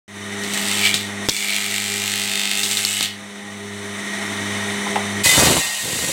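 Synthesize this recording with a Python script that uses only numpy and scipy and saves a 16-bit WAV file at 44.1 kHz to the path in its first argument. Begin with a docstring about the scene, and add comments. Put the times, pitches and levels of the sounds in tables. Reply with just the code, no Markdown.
"""A woodworking machine hums and whirs in a small workshop as its two-knife cutter block chops the air.
A board is passed twice over the planer, where the knives tear off chips and set it ringing, then lifted off.
Another board is knocked onto the table and fed into the circular saw, whose teeth rasp through the wood
while the blade rings and throws dust at the close mono microphone. All along, the recorder's gain
control pushes the hum and whir down under loud cuts and lets them swell back."""
import sys
import numpy as np
from scipy import signal
from scipy.fft import rfft, irfft
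from scipy.io import wavfile
from scipy.ndimage import uniform_filter1d, minimum_filter1d

SR = 44100
rng = np.random.default_rng(int(sys.argv[2]) if len(sys.argv) > 2 else 0)


def unload_audio(sound):
    """Save the sound as a 16-bit wav file, at the path given as the first command line argument."""
    columns = np.transpose(np.atleast_2d(sound))
    # keep every value between -1 and 1, then stretch to whole-number steps
    steps = np.round(np.clip(columns, -1, 1) * 32767)
    wavfile.write(sys.argv[1], SR, steps.astype(np.int16))


N = 269892
T = np.arange(N) / SR


def amp(db):
    return 10 ** (np.asarray(db) / 20)


def evened(x):
    """Scale a signal to an average power of one."""
    return x / np.sqrt(np.mean(x ** 2) + 1e-20)


def curves(rows):
    """Join a table's rows with straight lines: one curve for each column after the time."""
    times, *columns = np.transpose(rows)
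    return [np.interp(T, times, column) for column in columns]


def during(rows, fade_s):
    """One while a table lasts, fading to zero outside it."""
    return np.clip(1 + np.minimum(T - rows[0][0], rows[-1][0] - T) / fade_s, 0, 1) ** 2


def add(mix, start_s, sound):
    part = mix[round(start_s * SR):][:len(sound)]
    part += sound[:len(part)]


def noise():
    return rng.standard_normal(N)


def band(x, lo_hz, hi_hz):
    return signal.sosfilt(signal.butter(3, [lo_hz, hi_hz], "band", fs=SR, output="sos"), x)


def drift(hz):
    """A random wobble, up to about this fast."""
    return evened(irfft(rfft(noise()) / (1 + (np.fft.rfftfreq(N, 1 / SR) / hz) ** 4), N))


def colour(x, points, size=2048):
    """Shape the tone to (frequency [Hz], level [dB]) points, with no ringing ahead of the sound."""
    hz, db = np.transpose(points)
    bins_hz = abs(np.fft.fftfreq(size, 1 / SR))
    log_gain = np.log(amp(np.interp(np.log(bins_hz + 1), np.log(hz), db)))
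    taps = np.fft.ifft(np.exp(np.conj(signal.hilbert(log_gain)))).real
    return signal.oaconvolve(x, taps)[:len(x)]


def resonate(x, hz, width_hz):
    """Make a signal ring at a steady or moving pitch."""
    turn = np.exp(2j * np.pi * np.cumsum(hz * np.ones(N)) / SR)
    decay = np.exp(-np.pi * width_hz / SR)
    return evened((turn * signal.lfilter([1], [1, -2 * decay, decay * decay], x / turn)).real)


def burst(points, fade_s, snap, size=8192):
    """A snap and a puff of noise that drops 60 dB in fade_s; its peak is one."""
    puff = rng.standard_normal(size) * amp(-60 * np.arange(size) / SR / fade_s)
    puff[0] = snap * np.linalg.norm(puff)
    puff = colour(puff, points)
    return puff / abs(puff).max()


def workshop(x, fade_s=0.19, size=16384):
    """The cluttered room sends back a short tail of scattered echoes."""
    t = np.arange(size) / SR
    echoes = rng.standard_normal(size) * (rng.random(size) < .06) * (t > .005) * amp(-60 * t / fade_s)
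    return signal.oaconvolve(x, echoes / np.linalg.norm(echoes))[:N]


# how often a knife comes by, two to a turn: (time [s], rate [Hz])
KNIFE_RATE = [(1.1, 101.25), (1.5, 101.08), (2.9, 101.06), (3.3, 101.4)]
def knife_count(zero_s=2.0392):
    """Count the knives going by; the belt makes their speed flutter."""
    flutter = 1 + 0.00041 * np.sin(2 * np.pi * 6.3 * T) + 0.00012 * drift(51)
    count = np.cumsum(curves(KNIFE_RATE)[0] * flutter) / SR
    return count - np.interp(zero_s, T, count)


# the hum's higher tones: (pitch [times the knife rate], level above the second tone [dB])
HUM_OVERTONES = [(3, -16), (4, -6), (5, -19), (6, -21.5), (7, -19.5), (8, -16.5), (9, -18.5), (10, -21),
                 (12, -18.5)]
def hum(knives, first_db=-40, second_db=-28, mains_db=-38, mains_hz=100.07, beat_dip_s=1.45):
    """The knives chop the air like a siren; their lowest tone beats against the motor's mains hum."""
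    levels = [(2, second_db + .5 * drift(12))]
    levels += [(k, second_db + db + 2.5 * drift(5)) for k, db in HUM_OVERTONES]
    upper = sum(amp(db) * np.cos(2 * np.pi * (k * knives + rng.random())) for k, db in levels)
    first = amp(first_db) * np.cos(2 * np.pi * (knives - np.interp(beat_dip_s, T, knives)))
    mains = amp(mains_db) * np.cos(2 * np.pi * mains_hz * (T - beat_dip_s))
    return np.sqrt(2) * (upper + first - mains)


# the tone of rushing air and bearings: (frequency [Hz], level [dB])
WHIR_TONE = [(30, -41), (60, -18), (90, -6.5), (350, 5.5), (480, -4.5), (650, -2), (950, 0), (1700, 1.5),
             (2000, 9), (2700, -4), (3850, 0), (4700, -12), (7300, -7.5), (9500, -5), (10200, -15.5),
             (16000, -29)]
# whistles of the idling saw blade: (pitch [Hz], width [Hz], level [dB])
BLADE_WHISTLES = [(661, 18, -15.5), (1885, 31, -7.5), (3020, 28, -16), (3650, 130, -14), (5484, 21, -19.5),
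                  (5950, 37, -14.5), (6350, 150, -18.5)]
# the microphone swings away from the blade and back: (time [s], change in level [dB])
MIC_NEARNESS = [(0, 0), (2.3, -1), (3.2, -1.5), (3.6, -2), (4.2, 2.5), (5.2, -1)]
def whir(knives, level_db=-25.5):
    """Swirling air throbs with the knives and makes the idling blade whistle."""
    air = evened(colour(noise(), WHIR_TONE)) * (1 + 0.11 * np.cos(4 * np.pi * knives))
    blade = sum(amp(db) * resonate(noise(), hz, np.hypot(width, hz / 50))
                for hz, width, db in BLADE_WHISTLES)
    return amp(level_db + curves(MIC_NEARNESS)[0] + .5 * drift(23)) * (air + blade)


# the blade's wind at the microphone: (time [s], level [dB])
BLADE_WIND = [(5.26, -8.5), (5.36, -9), (5.43, 9.5), (5.56, 6.5), (5.63, -13), (5.8, -31), (5.83, -10),
              (6.12, -2.5)]
# the hardest thuds of dust and air: (time [s], level [dB])
DUST_THUDS = [(5.259, 8.5), (5.379, 13), (5.409, 9), (5.423, 18.5), (5.435, 10.5), (5.471, 19), (5.51, 6),
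              (5.568, 17), (6.025, 3)]
# the dull tone of wind and thuds: (frequency [Hz], level [dB])
DUST_TONE = [(25, -33), (50, -14), (75, -0.5), (110, 0), (160, 0.5), (220, -2), (450, -3.5), (900, -10.5),
             (2000, -15), (6000, -41)]
def dust(thuds_per_s=40):
    """The blade's wind rumbles on the microphone and carries dust that thuds against it."""
    wind = amp(curves(BLADE_WIND)[0]) * during(BLADE_WIND, 0.0077)
    out = amp(-5.5) * wind * evened(colour(noise() * amp(4.1 * drift(69)), DUST_TONE))
    small_hits = (rng.random(N) < thuds_per_s / SR) * amp(6 + 2.5 * noise()) * wind
    out += signal.oaconvolve(small_hits, burst(DUST_TONE, fade_s=0.052, snap=0.85))[:N]
    for start_s, db in DUST_THUDS:
        add(out, start_s, amp(db) * burst(DUST_TONE, fade_s=0.052, snap=0.78))
    return out


# wood hitting iron: (time [s], thud level [dB], thud pitch [Hz], thud width [octaves],
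# crack level [dB], crack pitch [Hz], fade time [s])
BOARD_KNOCKS = [(1.2873, 7.5, 583, 2.1, 10.5, 3860, .012), (1.287, 15, 294, 2.13, 11, 4050, 0.012),
                (1.2938, 16, 500, 6.3, 14.5, 4200, 0.0027), (1.2952, -10, 600, 2.9, 12, 4440, 0.019),
                (2.85, -1.5, 900, 2.5, 9, 4500, .008), (3.009, -2.5, 240, 1.7, 6, 4070, .01),
                (4.866, -15.5, 900, 0.38, -49, 2600, 0.05), (4.958, -8, 786, 0.41, -11, 2500, 0.13)]
def knocks(crack_octaves=0.56):
    """Boards knock on the iron tables, each time with a low thud and a bright crack."""
    out, hz = np.zeros(N), np.geomspace(50, 16000, 40)
    for start_s, thud_db, thud_hz, thud_octaves, crack_db, crack_hz, fade_s in BOARD_KNOCKS:
        for db, mid_hz, octaves in (thud_db, thud_hz, thud_octaves), (crack_db, crack_hz, crack_octaves):
            hump_db = -12 * np.log1p((np.log2(hz / mid_hz) / octaves) ** 2)
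            add(out, start_s, amp(db) * burst([*zip(hz, hump_db)], fade_s, snap=0.51))
    return out


def knife_crack(knives, spread=0.543, overtones=170, size=4096):
    """The crack that every knife repeats; its overtones arrive scattered over part of a stroke."""
    delays = spread * (rng.random(overtones) - .4)
    shape = irfft(np.exp(-2j * np.pi * np.cumsum(delays)), size)
    return evened(np.interp(knives % 1, np.arange(size) / size, shape))


def knife_pulses(knives, high_width, other_width, other_share):
    """One pulse a knife, widths in strokes; one knife sticks out higher and bites harder."""
    from_high, from_other = (knives + 1) % 2 - 1, knives % 2 - 1
    high = np.exp(-(from_high / high_width) ** 2)
    return high + other_share * np.exp(-(from_other / other_width) ** 2)


# steady notes of board and table: (pitch [Hz], width [Hz], level [dB])
BOARD_NOTES = [(701, 74, -17), (801, 60, -19), (1272, 66, -14), (2068, 95, -12), (2140, 71, -5),
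               (2668, 200, -6), (3540, 43, -33), (7960, 1500, -43)]
# two ringing notes whose pitch follows which part of the board lies over the knives, one list a pass: # (time
# [s], main pitch [Hz], main level [dB], upper pitch [Hz], upper level [dB])
SLIDING_NOTES = [
    [(.5, 2300, -14, 2960, -9), (.76, 2300, -14, 3020, -13), (.82, 2320, -6, 2970, -7),
     (.91, 2260, 1.5, 2850, -2), (.95, 2330, -10, 3560, -2), (1.05, 2330, -14, 3650, -5)],
    [(1.3, 2290, -0.5, 3460, 2), (1.55, 2270, -6, 3480, -15), (1.85, 2270, -11, 3420, -21),
     (2.2, 2460, -13, 3420, -20), (2.33, 2560, -13, 3610, -4), (2.55, 2530, -8.5, 3570, -5),
     (2.7, 2970, -13, 3700, -11), (3.05, 2960, -5.5, 3800, -9)],
]
def board_ring(blows):
    """Each blow of a knife sets the board and table ringing."""
    steady = sum(amp(db) * resonate(blows, hz, width) for hz, width, db in BOARD_NOTES)
    main_hz, main_db, upper_hz, upper_db = curves(SLIDING_NOTES[0] + SLIDING_NOTES[1])
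    main = amp(main_db - 0.5) * resonate(blows + 1.5 * noise(), main_hz, width_hz=180)
    upper = amp(upper_db - 2) * resonate(blows + 0.5 * noise(), upper_hz, width_hz=220)
    return amp(-7) * steady + main + upper


# the board on the planer, one list a pass:
# (time [s], level [dB], extra treble [dB], roughness [0 clean, 1 or more torn])
PLANER_PASSES = [
    [(.42, -32.5, -2, 0.84), (.58, -20.5, -2.5, 1.1), (.78, -17.5, -4, 0.95), (.862, -8.5, -4.5, .9),
     (.925, -20.5, -4, 0.3), (.95, -17, -6, .9), (1.05, -25, -5, 1.1)],
    [(1.315, -13, 3, 1), (1.5, -10.5, -4.5, 0.74), (1.95, -13.5, -3, 0.34), (2.53, -12, -5, 0.03),
     (2.64, -12, 0, 1), (2.95, -10, -1.5, 1), (3.04, -9.5, -5, 0.8), (3.1, -17.5, -9, 1.1)],
]
# the tone of knives cutting wood: (frequency [Hz], level [dB])
CUT_TONE = [(40, -31), (150, -9.5), (1000, -17), (1500, -10.5), (2200, -6.5), (3500, 0.5), (4300, -0.5),
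            (5200, -5), (6800, -6), (8100, -2.5), (9300, -9.5), (10200, -14.5), (16000, -20.5)]
def planer(knives, uneven_db=1.5, lag_strokes=0.019, bite_s=0.075, slide_off_s=0.11):
    """Each knife tears off a chip, much like the last; the cut starts fast and dies as the board leaves."""
    # one knife trails slightly, which adds whining tones between those of the knife rate
    knives = knives - lag_strokes * (np.cos(np.pi * knives) < 0)
    bite = evened(0.48 + knife_pulses(knives, 0.16, 0.31, other_share=0.64))
    force = amp(uneven_db * noise())[np.round(knives - knives[0]).astype(int)]
    rough = np.clip(curves(PLANER_PASSES[0] + PLANER_PASSES[1])[2], 0, 1)
    cracks = np.sqrt(1 - rough) * evened(knife_crack(knives) * (1 + 0.27 * np.cos(np.pi * knives)))
    rips = np.sqrt(rough) * bite * noise() * amp(2.2 * drift(900))
    tear = force * (cracks + rips)
    body = evened(band(colour(tear, CUT_TONE), 1620, 5500))
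    # the edge entering the wood gives a sharp, very high tick
    edge = evened(knife_pulses(knives, 0.05, 0.056, other_share=0.55))
    ticks = band(0.74 * force * edge * noise() * amp(1.4 * drift(80)), 10100, 17000)
    scrape = (tear + 0.67 * noise()) * bite ** .5
    fizz = evened(band(colour(scrape + ticks, CUT_TONE), 4040, 16500))
    strikes = evened(knife_pulses(knives, 0.0046, 0.0024, other_share=0.49))
    wood = body + board_ring(force * (strikes + rough * noise()))
    out = np.zeros(N)
    for rows in PLANER_PASSES:
        cut_db, treble_db, _ = curves(rows)
        contact = np.clip(1 + (T - rows[0][0]) / bite_s, 0, 1) * during(rows, slide_off_s)
        out += contact * amp(cut_db) * (amp(-1.5) * wood + amp(treble_db) * fizz)
    return out


# knives catching hard in the grain: (time [s], level [dB])
GRAIN_CATCHES = [(0.418, -31), (0.436, -13), (.5357, -9.5), (.5741, -18), (.9413, 3), (1.3647, 0.5),
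                 (1.424, -15), (2.6322, 1), (2.7126, 0), (2.771, 3), (3.027, 3.5)]
def splinters(knives, chip_chance=0.36, chip_s=0.0004):
    """A catching knife gives a short rip and a sharp snap; the higher one also flicks off small chips."""
    out = np.zeros(N)
    for start_s, db in GRAIN_CATCHES:
        add(out, start_s, amp(db - 2) * burst(CUT_TONE, fade_s=0.16, snap=.1))
        add(out, start_s + .0008, amp(db + 2.5) * burst(CUT_TONE, fade_s=0.0069, snap=0.3))
    cutting = sum(during(rows, .01) * amp(curves(rows)[0]) for rows in PLANER_PASSES)
    turn = (knives // 2 - knives[0] // 2).astype(int)
    chips = amp(1) * (rng.random(N) < chip_chance)[turn]
    age_s = (knives % 2) / curves(KNIFE_RATE)[0]
    return out + band(cutting * chips * np.exp(-age_s / chip_s) * noise(), 2500, 19000)


# held notes of the saw blade: (start [s], end [s], pitch [Hz], level [dB])
BLADE_SQUEALS = [(5.241, 5.364, 2014, -3.5), (5.26, 5.413, 3590, -10), (5.27, 5.405, 2990, -11),
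                 (5.592, 6.078, 1866, -19)]
def squeals(fade_s=0.03):
    """The teeth drive the blade into nearly pure, slightly wavering tones."""
    out = np.zeros(N)
    for start_s, end_s, hz, db in BLADE_SQUEALS:
        swell = np.clip(np.minimum(T - start_s, end_s - T) / fade_s, 0, 1)
        phase = 2 * np.pi * np.cumsum(hz + 7 * drift(58)) / SR
        out += amp(db + 3.5 * drift(70)) * swell * np.sqrt(2) * np.sin(phase)
    return out


# sawing, loudest a moment into the cut, then easing off:
# (time [s], hiss [dB], blade ring [dB], wood body [dB])
SAW_LEVELS = [(5.255, 3, -10, -5.5), (5.36, -4.5, -14, -5.5), (5.44, 7, 6, 7), (5.56, -0.5, -6.5, -6),
              (5.72, -7.5, -8, -8.5), (5.85, -7, -13.5, -16), (6.12, -4, -10, -16)]
# the tone of the saw's hiss: (frequency [Hz], level [dB])
SAW_TONE = [(1060, -25.5), (1800, -8), (2060, -3.5), (2240, -7), (3060, -5), (3320, -8), (3670, -1.5),
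            (3990, -6), (4250, -4.5), (5390, -9), (7700, -1.5), (16000, -19.5)]
# notes the blade rings at: (pitch [Hz], level on entering [dB], level deep in the cut [dB])
BLADE_NOTES = [(1880, -2, 3), (2050, -10, -2.5), (2115, -10, 1.5), (2512, 4, -4), (2720, -21, -0.5),
               (2930, -25, 1.5), (3190, 0, 0), (3580, -15, 1.5), (4060, -12, -7), (3900, -21, 4),
               (4340, -3, 0.5), (4670, -17, -21), (4830, -14, -26), (4870, 2.5, -0.5), (5740, 1, -4),
               (6422, -7, -2.5), (7400, -16, -16)]
def saw(knives, deep_s=5.49, sink_s=0.16):
    """Teeth rasp through the wood and ring the blade, whose notes change as the slot closes round it."""
    hiss_db, ring_db, body_db = curves(SAW_LEVELS)
    rasp = noise() * amp(1.3 * drift(500)) * (1 + 0.11 * np.cos(np.pi * knives))
    depth = np.clip(1 + (T - deep_s) / sink_s, 0, 1)
    ring = np.zeros(N)
    for hz, entry_db, deep_db in BLADE_NOTES:
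        note_db = entry_db + depth * (deep_db - 4.5 - entry_db)
        ring += amp(note_db) * resonate(noise(), hz, width_hz=14 + hz / 250)
    hiss = amp(hiss_db + 1.76) * evened(colour(rasp, SAW_TONE))
    body = amp(body_db - 6.5) * evened(band(rasp, 580, 1540))
    contact = np.interp(T, [5.234, 5.24, 5.258], [0, .2, 1])
    return contact * (hiss + body + amp(ring_db + 3) * evened(ring))


def scene():
    """The steady machine, the cuts and the knocks in the room, at one microphone."""
    knives = knife_count()
    cutting = planer(knives) + splinters(knives) + saw(knives)
    knocking = knocks()
    room = workshop(amp(-8) * cutting + amp(-14) * knocking)
    mono = hum(knives) + whir(knives) + cutting + squeals() + knocking + room + dust()
    return np.array([mono, mono])


def gain_control(x, target_db=-23, limit_db=-8.5, step=32):
    """The volume sinks under loud cuts and creeps back; a quick limiter ducks just ahead of peaks."""
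    steer_per_s, fall_db_per_s, recover_db_per_s, release_db_per_s = 4.8, 60, 6.5, 33
    level_db = 10 * np.log10(abs(uniform_filter1d(x ** 2, size=96)[::step]) + 1e-12)
    loudness_db = uniform_filter1d(level_db, size=28)
    step_s = step / SR
    slow_db, quick_db, duck_db = 0, 0, []
    for level, loudness in zip(level_db, loudness_db):
        excess_db = loudness - slow_db - target_db
        speed = np.clip(steer_per_s * excess_db, -recover_db_per_s, fall_db_per_s)
        slow_db = max(slow_db + speed * step_s, 0)
        quick_db = max(quick_db - release_db_per_s * step_s, level - limit_db)
        duck_db.append(max(slow_db, quick_db))
    gain_db = uniform_filter1d(minimum_filter1d(-np.array(duck_db), size=31), size=31)
    return amp(np.interp(T, T[::step], gain_db))


def record(dry, start_s=0.079, fade_in_s=0.44, ceiling=0.76, top_hz=16100):
    """The recorder fades in, steers its volume, rounds off peaks and drops the highest treble."""
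    fade_in = (T > start_s) * (1 - 0.9 * np.exp(-abs(T - start_s) / fade_in_s))
    steered = dry * fade_in * gain_control(dry[0] * fade_in)
    rounded = steered / (1 + (steered / ceiling) ** 6) ** (1 / 6)
    low_pass = signal.firwin(511, top_hz, window=("kaiser", 9), fs=SR)
    return signal.oaconvolve(rounded, low_pass[None], "same")


dry = scene()
out = record(dry)
unload_audio(out)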